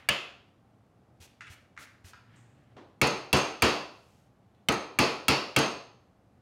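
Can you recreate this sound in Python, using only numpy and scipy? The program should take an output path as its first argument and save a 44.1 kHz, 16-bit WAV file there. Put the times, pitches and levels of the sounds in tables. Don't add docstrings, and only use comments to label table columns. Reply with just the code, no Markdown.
import sys
import numpy as np
from scipy import signal
from scipy.fft import rfft, irfft
from scipy.io import wavfile
from scipy.ndimage import uniform_filter1d

SR = 44100
rng = np.random.default_rng(int(sys.argv[2]) if len(sys.argv) > 2 else 0)


def dump(signal):
    limited = np.clip(np.atleast_2d(signal).T, -1, 1)
    pcm = np.round(limited * 32767).astype(np.int16)
    wavfile.write(sys.argv[1], SR, pcm)


N = 282681
SIZE = 2 ** 15
AGE_S = np.arange(SIZE) / SR

# (f/Hz, density/dB per Hz)
AIR_COLOUR = [(12, -58.5), (20, -27), (123, 1), (146, -10), (193, -6), (399, -15), (825, -16), (949, -24),
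              (1120, -21), (1660, -29), (4300, -39.5), (16000, -50.5)]
AIR_DB = -62.5
# (f/Hz, t60/s)
ROOM_T60 = [(60, 0.72), (160, 0.36), (420, 0.58), (1100, 0.58), (2900, 0.45), (5000, 0.6), (8000, 0.43),
            (14000, 0.43)]
# (f/Hz, density/dB per Hz)
TAIL_COLOUR = [(60, -15), (3000, 7), (8000, 4), (16000, 6.5)]

# (t of peak/s, rumble level/dB, rustle level/dB)
REACHES = [(2.346, -55.5, -63), (2.59, -64, -77), (2.72, -62.5, -78)]
REACH_RISE_DB_PER_S, REACH_FALL_DB_PER_S = 134, 75
# (f/Hz, density/dB per Hz)
RUMBLE_COLOUR = [(70, -26.5), (120, 13.5), (180, -8), (300, -3)]
# (f/Hz, density/dB per Hz)
SLEEVE_COLOUR = [(400, -4.5), (900, -4.5), (1700, 0), (3000, -6.5), (5000, -18.5), (9000, -29.5),
                 (15000, -32.5)]
OPENING_TAIL_DB = -56

# (t/s, level/dB, 1/e decay/s)
SWISH = (2.359, -69.5, 0.11)
# (f/Hz, density/dB per Hz)
SWISH_COLOUR = [(3000, -9), (5500, -7), (7000, 3), (8700, -1), (10000, -19), (14000, -18)]
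# (t/s, level/dB)
SET_DOWN = (2.765, -46.5)
# (f/Hz, density/dB per Hz)
SET_DOWN_COLOUR = [(120, -17.5), (280, 3.5), (450, -3), (750, -7.5), (1050, -5.5), (1500, -16.5),
                   (3500, -22.5), (6000, -32.5), (14000, -57.5)]

# (t/s, length/s, hiss level/dB, thump level/dB, dragged chips level/dB)
SWEEPS = [(1.201, 0.068, -55.5, -41, -73), (1.497, 0.054, -56, -38.5, -62),
          (1.783, 0.076, -54.5, -47.5, -53.5), (2.041, 0.078, -56.5, -38, -64),
          (3.855, 0.44, -73.5, -60, -90)]
# (f/Hz, density/dB per Hz)
PALM_COLOUR = [(300, 8.5), (1300, -2), (2600, 4.5), (4000, 2), (6500, 2), (10000, -3.5), (16000, -7.5)]
# (t/s, first level/dB, centre f/Hz, second re first level/dB)
SCUFFS = [(1.276, -62, 2800, -13), (1.407, -39.5, 1870, -2), (1.468, -45, 2100, -0.5),
          (1.765, -51.5, 1750, 12.5), (2.045, -54, 2340, -6), (2.133, -44, 1550, -4.5),
          (4.547, -71, 3180, -6.5)]
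# (f/centre f, density/dB per Hz)
SCUFF_COLOUR = [(.4, -10), (.62, 7), (.9, 10), (1.25, 5.5), (1.8, -8.5), (3.8, -13), (5.999, -28)]
CATCH_GAP_S, CATCH_DECAY_S = 0.0102, 0.0059

# (t/s, steel ring level/dB, tick level/dB)
CHATTER = [(3.071, -44, -31.5), (3.106, -53.5, -49), (3.370, -39.5, -33), (3.386, -46, -40),
           (3.690, -47, -44), (4.722, -49, -33), (4.74, -52.5, -40), (5.588, -36.5, -25)]
# (f/Hz, density/dB per Hz)
STEEL_COLOUR = [(6000, -24.5), (6220, -4.5), (6340, 1.5), (6480, -4), (6750, -23.5), (8050, -31.5),
                (8360, -8), (8650, -30.5)]

# (t/s, wood level/dB, handle level/dB,
# blade level/dB, steel ring level/dB, chisel pitch factor, board's share of the wood sound/0-1)
BLOWS = [(0.088, -33.5, -34.5, -49.5, -61, 1.03, 0.73), (3.0145, -25, -31.5, -36.5, -48.5, 0.99, 0.11),
         (3.329, -23.5, -32.5, -37, -40.5, 1.018, 0.28), (3.6214, -22.5, -30.5, -35, -43, 1.02, 0.27),
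         (4.6862, -28, -38, -43, -53.5, 0.94, 0.13), (4.9877, -24, -30.5, -35, -41.5, 1.0, 0.16),
         (5.2823, -25.5, -30.5, -33, -45.5, 1.02, 0.22), (5.563, -24, -33.5, -37, -42.5, 1.0, 0.25)]
# (f/Hz, density/dB per Hz)
BENCH_COLOUR = [(30, -27), (70, -14.5), (130, -4.5), (220, 1), (340, 3.5), (600, -1.5), (900, -1.5),
                (1250, -2.5), (1600, -11), (2000, -12.5), (2600, -30.5)]
# (f/Hz, density/dB per Hz)
BOARD_COLOUR = [(60, -20), (130, -11), (240, -6.5), (340, -0.5), (480, -1), (630, 5), (710, 3), (830, -6.5),
                (1250, 4), (1650, 2.5), (2100, -2.5), (3150, 1.5), (4100, -9), (6000, -17.5)]
# (f/Hz, density/dB per Hz)
HANDLE_COLOUR = [(1500, -20.5), (2000, -4), (2300, -3), (2500, 2), (2720, 0), (3020, -8.5), (3300, -6.5),
                 (3650, -16.5), (4200, -33)]
# (f/Hz, density/dB per Hz)
BLADE_COLOUR = [(3200, -23), (3800, -3), (4250, 1.5), (4550, 2.5), (5000, -2.5), (5330, -2.5),
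                (5750, -11.5), (6500, -39.5)]
# (f/Hz, density/dB per Hz)
EDGE_COLOUR = [(5000, -13), (5800, -2), (6600, 2.5), (7050, 2), (7700, -8.5), (8900, -8), (9600, -7),
               (12500, -16), (16000, -21.5)]
# (f/Hz, relative level/dB, t60/s)
CHISEL_MODES = [(1254, -9.5, 0.021), (2252, 3.5, 0.012), (2709, -0.5, 0.019), (3290, -3, .015),
                (4556, -4.5, 0.013), (6420, -18, 0.022), (9470, -15, 0.015)]
# (f/Hz, relative level/dB, t60/s)
HEAVE_MODES = [(80, 0, 0.13), (113.7, -1.5, .13), (141.8, -2.5, 0.3), (203.5, 0, 0.17), (259.5, 4.5, .13),
               (352, 1, 0.17)]
# (f/Hz, relative level/dB, t60/s)
BOARD_SLAP_MODES = [(340, -9, 0.026), (1730, 0.5, 0.029)]
BOARD_SLAP_DB = -3
# (f/Hz, relative level/dB, t60/s)
BOARD_TONES = [(614.5, 0.5, 0.18), (665, -2.5, 0.36), (2750, -0.5, .36), (3000, 0, .33), (3180, -0.5, .33)]
# (f/Hz, level re driving part/dB)
LINGER_TONES = [(138, -7), (200, -9), (301, -1.2), (371, -3.5), (450, 0), (514, -4.5), (619, -11),
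                (674, -10.5), (754, -7), (856, -5.5), (1000, -5.5), (1042, -8), (1120, -6), (1279, -7.5),
                (1314, -6), (2112, -3), (2234, -7), (2307, -8.5), (2552, -6.5), (2646, -1.5), (2708, 4),
                (2825, -6), (4276, -1.1), (4604, 2), (5297, -8), (6302, 1.5), (8390, -12)]

OVERLOAD_AMPLITUDE = 0.14
BASS_HOLD_BACK = 0.21
LIFT_HZ, LOW_CUT_HZ, CUTOFF_HZ = 1190, 25, 15950


def from_db(db):
    return 10 ** (np.asarray(db) / 20)


def rms_one(x):
    return x / np.sqrt(np.mean(x ** 2) + 1e-20)


def at_hz(points, hz):
    f, value = np.transpose(points)
    return np.interp(np.log(hz + 1e-3), np.log(f), value)


def add(out, t_s, sound):
    i = max(round(t_s * SR), 0)
    out[i:i + len(sound)] += sound[:N - i]


def coloured(x, colour):
    hz = np.fft.rfftfreq(len(x), 1 / SR) + 1e-3
    low_skirt = 1 / (1 + (colour[0][0] / hz) ** 4)
    high_skirt = 1 / (1 + (hz / colour[-1][0]) ** 8)
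    gain = from_db(at_hz(colour, hz)) * low_skirt * high_skirt
    return rms_one(irfft(rfft(x) * gain, len(x)))


def noise(colour, size=SIZE):
    return coloured(rng.standard_normal(size), colour)


def grains(per_s, spread_db):
    size_db = spread_db * np.minimum(rng.exponential(1, SIZE), 3)
    slips = from_db(size_db) * rng.choice([-1, 1], SIZE)
    return slips * (rng.random(SIZE) < per_s / SR)


def swell(rise_s):
    return 1 - np.exp(-(AGE_S / rise_s) ** 2)


def reflections():
    z = signal.stft(rng.standard_normal(SIZE), nperseg=1024)[2]
    z = z / np.sqrt(uniform_filter1d(abs(z) ** 2, size=15, axis=0))
    clumps = uniform_filter1d(rng.standard_normal(z.shape), size=4, axis=0)
    clumps = rms_one(uniform_filter1d(clumps, size=3, axis=1))
    return signal.istft(z * from_db(1.8 * clumps), nperseg=1024)[1][:SIZE]


def die_away(x):
    octave = np.log2(np.fft.rfftfreq(SIZE, 1 / SR) + 1)
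    spectrum, out = rfft(x), 0
    centres = np.arange(6, 15)
    for k in centres:
        weight = np.interp(octave, centres, 1. * (centres == k))
        band = irfft(spectrum * weight, SIZE)
        out = out + band * from_db(-60 * AGE_S / at_hz(ROOM_T60, 2. ** k))
    return out


def workshop(x, wet_db):
    tail = die_away(noise(TAIL_COLOUR)) * swell(rise_s=0.0064)
    tail = tail / np.linalg.norm(tail)
    return x + from_db(wet_db) * signal.fftconvolve(x, tail)[:N]


def ring(modes, scatter_db, detune):
    out = 0
    for k, (hz, db, t60_s) in enumerate(modes):
        tone = np.sin(2 * np.pi * hz * (1 + detune * rng.standard_normal()) * AGE_S)
        level_db = db + scatter_db * rng.standard_normal() - 60 * AGE_S / t60_s
        out = out + (-1) ** k * tone * from_db(level_db)
    return out


def rasp(centre_hz):
    colour = [(centre_hz * k, db) for k, db in SCUFF_COLOUR]
    return coloured(grains(per_s=3500, spread_db=0), colour)


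def still_air():
    return from_db(AIR_DB) * noise(AIR_COLOUR, size=N)


def sleeve():
    out, t_s = np.zeros(N), np.arange(N) / SR
    rumble, rustle = noise(RUMBLE_COLOUR, size=N), noise(SLEEVE_COLOUR, size=N)
    for peak_s, rumble_db, rustle_db in REACHES:
        rise_db = REACH_RISE_DB_PER_S * (t_s - peak_s)
        fall_db = REACH_FALL_DB_PER_S * (peak_s - t_s)
        motion = from_db(np.minimum(rise_db, fall_db))
        out += motion * (from_db(rumble_db) * rumble + from_db(rustle_db) * rustle)
    return out


def handling():
    out = np.zeros(N)
    add(out, 0, from_db(OPENING_TAIL_DB) * die_away(noise(SLEEVE_COLOUR)))
    t_s, db, decay_s = SWISH
    add(out, t_s, from_db(db) * noise(SWISH_COLOUR) * np.exp(-AGE_S / decay_s))
    t_s, db = SET_DOWN
    knock = die_away(noise(SET_DOWN_COLOUR)) * swell(rise_s=0.0011)
    add(out, t_s, from_db(db) * knock)
    return out


def palm(thump_hz=88, thump_t60_s=0.096, chips_hz=1840, skid_s=0.088):
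    out = np.zeros(N)
    thump = np.sin(2 * np.pi * thump_hz * AGE_S) * from_db(-60 * AGE_S / thump_t60_s)
    thump = thump * swell(rise_s=0.0053)
    skid = np.exp(-AGE_S / skid_s) * swell(rise_s=0.0067)
    for t_s, length_s, hiss_db, thump_db, chips_db in SWEEPS:
        stroke = np.sqrt(np.sin(np.pi * np.minimum(AGE_S / length_s, 1)).clip(0))
        friction = coloured(grains(per_s=6400, spread_db=3.0), PALM_COLOUR)
        hiss = from_db(hiss_db) * stroke * friction
        chips = from_db(chips_db) * rasp(chips_hz) * skid
        add(out, t_s, hiss + from_db(thump_db) * thump + chips)
    return out


def scuffs():
    out = np.zeros(N)
    catch = np.exp(-AGE_S / CATCH_DECAY_S) * swell(rise_s=0.00055)
    for t_s, db, centre_hz, second_db in SCUFFS:
        add(out, t_s, from_db(db) * rasp(centre_hz) * catch)
        add(out, t_s + CATCH_GAP_S, from_db(db + second_db) * rasp(centre_hz) * catch)
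    return out


def chatter(tick_decay_s=0.0043):
    out = np.zeros(N)
    for t_s, ring_db, tick_db in CHATTER:
        tick = from_db(tick_db) * noise(EDGE_COLOUR) * np.exp(-AGE_S / tick_decay_s)
        steel = from_db(ring_db) * die_away(noise(STEEL_COLOUR)) * swell(rise_s=0.001)
        add(out, t_s, tick + steel)
    return out


def blow_echoes(wood_db, handle_db, blade_db, edge_db, steel_db, pitch, share):
    echoes = reflections()
    bench, board = coloured(echoes, BENCH_COLOUR), coloured(echoes, BOARD_COLOUR)
    timber = rms_one((1 - share) * bench + share * board)
    knock = from_db(wood_db) * timber * swell(rise_s=0.0018)
    tool = from_db(steel_db) * coloured(echoes, STEEL_COLOUR)
    for colour, db in [(HANDLE_COLOUR, handle_db), (BLADE_COLOUR, blade_db), (EDGE_COLOUR, edge_db)]:
        pitched = [(hz * pitch, density_db) for hz, density_db in colour]
        tool = tool + from_db(db) * coloured(echoes, pitched)
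    return die_away(knock + tool * swell(rise_s=0.0016))


def lingering(wood_db, handle_db, blade_db, steel_db, share, linger_db=-4, linger_t60_s=0.5, board_db=-3):
    drive = [(1400, wood_db), (2000, handle_db), (3400, handle_db),
             (4000, blade_db), (5400, blade_db), (6200, steel_db)]
    modes = [(hz, db + at_hz(drive, hz), linger_t60_s) for hz, db in LINGER_TONES]
    tones = ring(modes, scatter_db=2.5, detune=0.0007) * swell(rise_s=0.01)
    board = ring(BOARD_TONES, scatter_db=3.5, detune=0.00092) * swell(rise_s=0.0044)
    return from_db(linger_db) * (1 - share) * tones + share * from_db(wood_db + board_db) * board


def mallet(crack_db=31, heave_db=0.45, wood_trim_db=3, handle_trim_db=3.5, blade_trim_db=5.5,
           edge_trim_db=-12, steel_trim_db=-2, board_ring=0.35, board_dull_db_per_octave=7):
    out = np.zeros(N)
    for t_s, wood_db, handle_db, blade_db, steel_db, pitch, share in BLOWS:
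        steel_db = steel_db + steel_trim_db
        edge_db = (wood_db + handle_db) / 2 + edge_trim_db
        echoes = blow_echoes(wood_db + wood_trim_db, handle_db + handle_trim_db,
                             blade_db + blade_trim_db, edge_db, steel_db, pitch, share)
        chisel = [(hz * pitch, db, t60_s * (1 + board_ring * share)) for hz, db, t60_s in CHISEL_MODES]
        dull_db = board_dull_db_per_octave * share
        bench = [(hz, db - dull_db * np.log2(hz / HEAVE_MODES[0][0]), t60_s)
                 for hz, db, t60_s in HEAVE_MODES]
        crack = from_db(handle_db + crack_db) * ring(chisel, scatter_db=4.0, detune=0.02)
        slap = share ** 2 * from_db(BOARD_SLAP_DB) * ring(BOARD_SLAP_MODES, scatter_db=2.0, detune=0.022)
        heave = ring(bench, scatter_db=4.0, detune=0.0061) * swell(rise_s=0.012)
        heave = from_db(wood_db + heave_db) * heave
        tones = lingering(wood_db, handle_db, blade_db, steel_db, share)
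        add(out, t_s, echoes + crack + slap + heave + tones)
    return out


def scene():
    brushing = workshop(palm(), wet_db=-10) + workshop(scuffs(), wet_db=-1.5)
    mix = still_air() + sleeve() + handling() + brushing + chatter() + mallet()
    return mix[None]


def record(dry):
    pole = np.exp(-2 * np.pi * LIFT_HZ / SR)
    b, a = [1 - BASS_HOLD_BACK * (1 - pole), -pole], [1, -pole]
    driven = signal.lfilter(b, a, dry)
    flattened = driven / (1 + (driven / OVERLOAD_AMPLITUDE) ** 8) ** (1 / 8)
    restored = signal.lfilter(a, b, flattened)
    low_cut = signal.butter(1, LOW_CUT_HZ, "high", fs=SR, output="sos")
    high_cut = signal.butter(32, CUTOFF_HZ, fs=SR, output="sos")
    return signal.sosfilt(high_cut, signal.sosfilt(low_cut, restored))


dry = scene()
out = record(dry)
dump(out)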